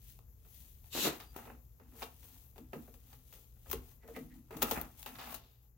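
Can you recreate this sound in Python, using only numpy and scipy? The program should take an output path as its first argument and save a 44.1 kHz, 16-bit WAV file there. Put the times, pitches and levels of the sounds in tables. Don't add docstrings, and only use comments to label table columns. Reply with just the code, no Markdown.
import sys
import numpy as np
from scipy import signal
from scipy.fft import rfft, irfft, next_fast_len
from scipy.io import wavfile

SR = 44100
rng = np.random.default_rng(int(sys.argv[2]) if len(sys.argv) > 2 else 0)


def dump_mix(stems):
    frames = np.atleast_2d(stems).T
    limited = np.clip(frames, -1, 1)
    pcm = np.round(limited * 32767).astype(np.int16)
    wavfile.write(sys.argv[1], SR, pcm)


N = 254516

# t/s, strap level/dB, strut re strap/dB, crackle re strap/dB, rise/s, t60/s
TICKS = [(0.189, -50, -17, -8, 0.0011, 0.0085), (0.447, -59, -15, -16, 0.0028, 0.13),
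         (0.839, -59, -24, -13, 0.0034, 0.091), (1.193, -42.5, -28.5, -12, 0.0093, 0.22),
         (1.361, -43, -8.5, -2.5, 0.0013, 0.083), (1.451, -45, -9, -22, 0.0039, 0.067),
         (1.466, -54, -4, -29, 0.0034, 0.31), (1.796, -57.5, -9.5, -38, 0.0033, 0.14),
         (1.919, -66, -0.5, -30, 0.0034, 0.59), (2.020, -33, -21, -35, 0.001, 0.025),
         (2.026, -36, -40.5, -41, 0.00059, 0.081), (2.225, -57.5, -14, -1, 0.0048, 0.22),
         (2.557, -53.5, -10.5, -14, 0.003, 0.1), (2.579, -43, -10.5, -12, 0.002, 0.036),
         (2.732, -38, -3.5, -20, 0.00031, 0.1), (2.874, -61, 3, -35, 0.0049, 0.1),
         (2.94, -54, -12, -1.5, 0.0011, 0.066), (3.127, -46.5, -19.5, -16, 0.0025, 0.066),
         (3.325, -54, -15.5, 0, 0.00076, 0.33), (3.656, -56, -6.5, -29, 0.0051, 0.24),
         (3.698, -45, -17, 7, 0.0019, 0.028), (3.712, -37, -16.5, 21.5, 0.0024, 0.038),
         (3.728, -32, -9.5, -1, 0.0028, 0.037), (4.028, -57.5, -3, -36, 0.0046, 0.2),
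         (4.076, -54, -0.5, -5.5, 0.0019, 0.19), (4.153, -38.5, -7.5, -13.5, 0.012, 0.07),
         (4.507, -44.5, -4.5, -13.5, 0.00041, 0.19), (4.566, -50, -1.5, 7.5, 0.0011, 0.091),
         (4.615, -21.5, -14.5, -3.5, 0.0074, 0.05), (4.625, -22.5, -20, -0.5, 0.0038, 0.037),
         (4.7106, -24, -17.5, -3.5, 0.00011, 0.085), (4.7743, -39.5, -7.5, -11, 0.00071, 0.013),
         (4.8131, -45.5, -3.5, 28, 0.00056, 0.017), (5.028, -49, -55, 3, 0.0015, 0.016),
         (5.061, -37.5, -22.5, -8, 0.00042, 0.17), (5.154, -45, -34, -20.5, 0.00044, 0.063),
         (5.185, -40, -25, -22, 0.0008, 0.98), (5.343, -43, -21.5, 8, 0.0002, 0.099)]
# peak t/s, cloth level/dB, strap level/dB, strut level/dB, swell/s, fade/s
MOVES = [(0.098, -57.5, -87, -78, 0.17, 0.12), (0.592, -58.5, -79, -74, 0.22, 0.31),
         (0.869, -65, -83, -87, 0.049, 0.12), (1.139, -55, -56, -58, 0.11, 0.15),
         (1.388, -56.5, -56.5, -59, 0.092, 0.19), (1.521, -93, -63, -54.5, 0.24, 0.067),
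         (1.81, -142, -75, -63, 0.04, 0.42), (2.028, -51, -47, -64.5, 0.088, 0.068),
         (2.351, -60, -74.5, -70.5, 0.56, 0.21), (2.589, -76, -66, -50.5, 0.036, 0.067),
         (2.749, -66.5, -65, -42, 0.039, 0.099), (2.85, -68, -77, -69.5, 0.35, 0.33),
         (3.14, -63.5, -74.5, -68, 0.22, 0.12), (3.321, -62.5, -90, -72.5, 0.14, 0.29),
         (3.74, -52.5, -57, -52.5, 0.11, 0.081), (3.918, -64, -70.5, -75, 0.25, 0.057),
         (4.179, -60.5, -64, -45.5, 0.17, 0.16), (4.348, -69, -76.5, -51.5, 0.11, 0.16),
         (4.53, -66, -56.5, -46, 0.036, 0.43), (4.67, -47, -52, -59, 0.065, 0.16),
         (4.76, -52.5, -44, -49, 0.19, 0.17), (4.991, -54.5, -65.5, -93, 0.026, 0.11),
         (5.1, -67, -58, -56, 0.12, 0.26), (5.328, -51.5, -51, -58, 0.25, 0.055)]


def from_db(db):
    return 10 ** (np.asarray(db) / 20)


def rms_one(x):
    return x / np.sqrt(np.mean(x ** 2) + 1e-20)


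def at_hz(points, hz):
    point_hz, values = np.transpose(points)
    return np.interp(np.log(np.maximum(hz, 1)), np.log(point_hz), values)


def drift(rate_hz):
    r = np.exp(-80 * np.pi * rate_hz / SR)
    slow = signal.lfilter([1], [1, -2 * r, r * r], rng.standard_normal(N // 40 + 2002))[2000:]
    return np.interp(np.arange(N) / 40, np.arange(len(slow)), rms_one(slow))


def passed(x, hz, kind):
    return signal.sosfilt(signal.butter(2, hz, kind, fs=SR, output="sos"), x)


def coloured(x, gain):
    size = next_fast_len(N + 4096)
    return irfft(rfft(x, size) * gain(np.arange(size // 2 + 1) * SR / size), size)[..., :N]


def shaped(force, spectrum):
    mean_power = np.mean(from_db(2 * at_hz(spectrum, np.linspace(1, SR / 2, 4000))))
    return coloured(force, lambda hz: from_db(at_hz(spectrum, hz))) / np.sqrt(mean_power)


def body(force, modes):
    out, power = 0, 0
    for k, (hz, width_hz, level_db) in enumerate(modes):
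        r = np.exp(-np.pi * width_hz / SR)
        b = (1 - r * r) / 2 * np.array([1, 0, -1])
        a = [1, -2 * r * np.cos(2 * np.pi * hz / SR), r * r]
        out = out + (-1) ** k * from_db(level_db) * signal.lfilter(b, a, force + 1e-18)
        power += from_db(2 * level_db) * np.pi * width_hz / SR
    return out / np.sqrt(power)


def stereo(mid, side, alike):
    return (np.sqrt(1 + alike) * mid + np.sqrt(1 - alike) * side * [[1], [-1]]) / np.sqrt(2)


def grains(per_s, spread_db, alike):
    sizes = from_db(spread_db * np.minimum(rng.exponential(1, N), 4))
    slips = sizes * (rng.random(N) < per_s / SR)
    force = 1.23 + rms_one(signal.lfilter([1], [1, -.9], slips))
    return rms_one(stereo(*(force * rng.uniform(-1.227, 1, (2, N))), alike))


def rubbing(peak_db, rest_db, pace):
    t, out = np.arange(N) / SR, np.full(N, from_db(rest_db))
    for (s, *_, swell, fade), level_db in zip(MOVES, peak_db):
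        away = np.maximum((s - t) / swell, (t - s) / fade)
        out += from_db(level_db - 20 * pace * away ** 1.076)
    return out


def blows(offset_db, stretch, snap_db, lag_s=.0001):
    out = np.zeros(N)
    for (s, level_db, _, _, rise, t60), off_db in zip(TICKS, offset_db):
        at = round(s * SR)
        t = np.arange(min(SR // 2, N - at)) / SR
        rise += lag_s
        since_peak = np.maximum(t - rise, 0)
        fall = from_db(-60 * since_peak / (t60 * stretch))
        snap = from_db(snap_db) * np.exp(-since_peak / 0.00014 - rise / 0.0045)
        out[at:at + len(t)] += from_db(level_db + off_db) * np.minimum(t / rise, 1) ** 2 * (fall + snap)
    return out


def clicks(offset_db, right_lag_s=.00025):
    s, level_db, _, _, rise, _ = np.transpose(TICKS)
    out = np.zeros(N)
    out[np.round((s + rise) * SR).astype(int)] = from_db(level_db + offset_db) * np.exp(-rise / 0.0014)
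    return np.array([out, np.roll(out, round(right_lag_s * SR))])


def rumble_and_air():
    # f/Hz, relative density/dB
    spectrum = [(18, -51), (30, -3.5), (58, -0.5), (86, -11), (184, -22.5), (329, -31), (464, -28.5),
                (619, -36.5), (3090, -56.5), (7160, -42.5), (8840, -63), (12000, -36.5), (15900, -41.5)]
    # f/Hz, likeness/0..1
    likeness = [(60, 0.96), (200, 0.58), (550, 0.14), (1650, 0.046)]
    # t/s, rumble gain/dB
    shakes = [(3.78, 12.5), (4.701, 16)]
    t = np.arange(N) / SR
    mid, side = rng.standard_normal((2, N))
    mid = coloured(mid, lambda hz: from_db(at_hz(spectrum, hz)) * np.sqrt(1 + at_hz(likeness, hz)))
    side = coloured(side, lambda hz: from_db(at_hz(spectrum, hz)) * np.sqrt(1 - at_hz(likeness, hz)))
    air = from_db(-59) * rms_one(mid + side * [[1], [-1]])
    rumble = passed(passed(air, 190, "low"), 45, "high")
    recede_db = 3.5 - t
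    shake_db = sum(db * np.exp(-((t - s) / 0.11) ** 2) for s, db in shakes)
    air += (from_db(recede_db + shake_db) - 1) * rumble
    air *= from_db(-5 * np.clip((t - 5.45) * 10, 0, 1))
    return air + (from_db(3.8 * drift(3.7)) - 1) * passed(air, 5000, "high")


def mains_hum():
    # f/Hz, relative level/dB
    partials = [(59, -70), (119, -71.5)]
    t = np.arange(N) / SR
    return sum(from_db(db + 5 + 3.2 * drift(17)) * np.sin(2 * np.pi * hz * t + 0.67 * drift(9.7))
               for hz, db in partials)


def cloth_rustle():
    # f/Hz, relative density/dB
    spectrum = [(1120, -22.5), (1900, -9), (2350, -8), (3330, -3), (5420, -7.5), (6030, -3), (8380, -8),
                (12800, -1.5), (15900, -0.5)]
    crackle_db = np.array(TICKS)[:, 3]
    rub = rubbing(np.array(MOVES)[:, 1], rest_db=-95, pace=1) * from_db(0.405 * drift(30.7))
    crackle = blows(np.minimum(crackle_db, 6) - 5, stretch=1, snap_db=1.5)
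    sharp = blows(crackle_db - 11, stretch=0.36, snap_db=1.5)
    friction = grains(per_s=900, spread_db=1.8, alike=0.05)
    top = passed(passed(sharp * friction, 9100, "high"), 9100, "high")
    return shaped((rub + crackle) * friction + top, spectrum)


def taut_strap():
    # f/Hz, width/Hz, relative level/dB
    modes = [(787, 220, 3), (1129, 103, 3), (1241, 184, 0.5), (1788, 166, -0.5), (1920, 200, -1.5),
             (2690, 440, -3.5)]
    rub = rubbing(np.array(MOVES)[:, 2], rest_db=-87, pace=1.65) * from_db(3.1 * drift(40))
    ticks = blows(np.full(len(TICKS), -8), stretch=0.55, snap_db=12)
    force = (rub + ticks) * grains(per_s=900, spread_db=0.83, alike=0.43) + clicks(12.7)
    return passed(body(force, modes), 2290, "low")


def strap_teeth():
    # f/Hz, width/Hz, relative level/dB
    modes = [(2820, 580, -2), (3660, 410, 2), (4540, 1450, -4.5)]
    ticks = blows(-.4 * np.array(TICKS)[:, 2] - 22, stretch=0.9, snap_db=4.5)
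    return body(ticks * grains(per_s=1700, spread_db=1.7, alike=0.13), modes)


def hollow_strut():
    # f/Hz, width/Hz, relative level/dB
    modes = [(155, 26.4, -10.5), (249, 14.8, -1), (317.2, 16.5, -12.5), (404, 93, -5), (462.3, 26.7, 2.5),
             (512, 127, -7.5)]
    knock_db = np.array(TICKS)[:, 2]
    jolts = blows(knock_db + 5, stretch=0.99, snap_db=-2, lag_s=0.0038)
    force = jolts * grains(per_s=400, spread_db=2.6, alike=0.89) + clicks(knock_db + 26)
    knocks = passed(body(force, modes), 1600, "low")
    rub = rubbing(np.array(MOVES)[:, 3], rest_db=-89.5, pace=1.52)
    rub = np.roll(rub, round(0.011 * SR)) * from_db(1.1 * drift(29))
    drag = rub * grains(per_s=200, spread_db=1, alike=0.87)
    groan = passed(body(drag, modes[:3]), 430, "low")
    return passed(knocks + groan, 190, "high")


def long_pull(teeth_per_s=240):
    # t/s, shudder level/dB, rasp level/dB
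    course = [(.9, -90, -73), (.93, -84, -46), (.953, -43.5, -41.5), (.98, -42, -38.5), (1.02, -48, -36),
              (1.05, -35.5, -33), (1.075, -33.5, -35), (1.11, -48, -50), (1.17, -62, -62)]
    # f/Hz, relative density/dB
    shudder_spectrum = [(80, -38.5), (150, -9), (330, 0.5), (655, -12), (1460, -15), (2500, -17),
                        (4200, -37)]
    # f/Hz, relative density/dB
    rasp_spectrum = [(1200, -11.5), (2300, -10.5), (2800, 1.5), (3300, -3), (3750, 3.5), (5200, -5.5),
                     (7300, -3), (9100, -14), (13000, -4.5), (15900, -13)]
    t = np.arange(N) / SR
    times, shudder_db, rasp_db = np.transpose(course)
    moving = (t > times[0]) & (t < times[-1])
    tooth_phase = np.cumsum(teeth_per_s * from_db(2.5 * drift(60))) / SR % 1
    pulse = np.exp(-tooth_phase / 0.47)
    noise = rng.standard_normal((4, N))
    shudder = moving * from_db(np.interp(t, times, shudder_db)) * rms_one(0.37 + pulse)
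    rasp = moving * from_db(np.interp(t, times, rasp_db)) * rms_one(3.6 + pulse)
    return (shaped(shudder * stereo(*noise[:2], alike=0.69), shudder_spectrum)
            + shaped(rasp * stereo(*noise[2:], alike=0.064), rasp_spectrum))


def strut_thumps():
    # t/s, relative level/dB
    jerks = [(.952, -26), (.964, -28), (.976, -24), (1.054, -21.5), (1.072, -20), (1.087, -22.5),
             (1.363, -30), (4.775, -24)]
    force = np.zeros(N)
    for s, db in jerks:
        force[round(s * SR)] = from_db(db)
    return 20 * passed(passed(force, 530, "low"), 170, "high")


def squeak(start_s=1.17, lasts_s=.19, top_hz=4800, fall_hz_per_s=320):
    since = np.clip(np.arange(N) / SR - start_s, 0, lasts_s)
    turns = np.cumsum(top_hz - fall_hz_per_s * since) / SR
    envelope = from_db(-77 + 3.7 * drift(40)) * np.sin(np.pi * since / lasts_s)
    return envelope * np.sin(2 * np.pi * turns)


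def edge_skitter(skip_s=0.018):
    # t/s, level/dB
    skips = [(4.035, -69.5), (4.085, -70), (4.166, -55.5), (4.32, -68)]
    # f/Hz, width/Hz, relative level/dB
    modes = [(1950, 220, 0)]
    t = np.arange(N) / SR
    envelope = sum(from_db(db) * np.exp(-((t - s) / skip_s) ** 2) for s, db in skips)
    return body(envelope * grains(per_s=600, spread_db=1.6, alike=0.61), modes)


def locker_echo(x, bass_t60_s=0.29, wall_cut_hz=6900):
    size = next_fast_len(N + SR // 2)
    w = 2 * np.pi * np.arange(size // 2 + 1) / size
    dull = np.exp(-2 * np.pi * wall_cut_hz / SR)
    wall = (1 - dull) / (1 - dull * np.exp(-1j * w))
    response = np.zeros((2, len(w)), complex)
    for k, lag in enumerate((rng.uniform(.006, 0.025, 16) * SR).astype(int)):
        loop = from_db(-60 * lag / SR / bass_t60_s) * wall * np.exp(-1j * w * lag)
        response[k % 2] += (-1) ** (k // 2) * loop / (1 - loop)
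    left, right = irfft(rfft(x, size) * response, size)[:, :N]
    side = passed((left - right) / 2, 640, "high")
    return (left + right) / 2 + side * [[1], [-1]]


def scene():
    far = passed(passed(rumble_and_air() + mains_hum(), 35, "high"), 35, "high")
    near = cloth_rustle() + taut_strap() + strap_teeth() + hollow_strut()
    near += long_pull() + strut_thumps() + squeak() + edge_skitter()
    return far + near + from_db(-13.5) * locker_echo(near.mean(axis=0))


def record(dry):
    # f/Hz, left minus right/dB
    balance = [(60, 2.5), (150, 2), (380, 0.5), (2380, -2), (5980, 4), (15000, 15)]
    ports = coloured(dry, lambda hz: from_db(np.array([[.5], [-.5]]) * at_hz(balance, hz)))
    return signal.sosfilt(signal.cheby2(18, 70, 16500, fs=SR, output="sos"), ports)


dry = scene()
out = record(dry)
dump_mix(out)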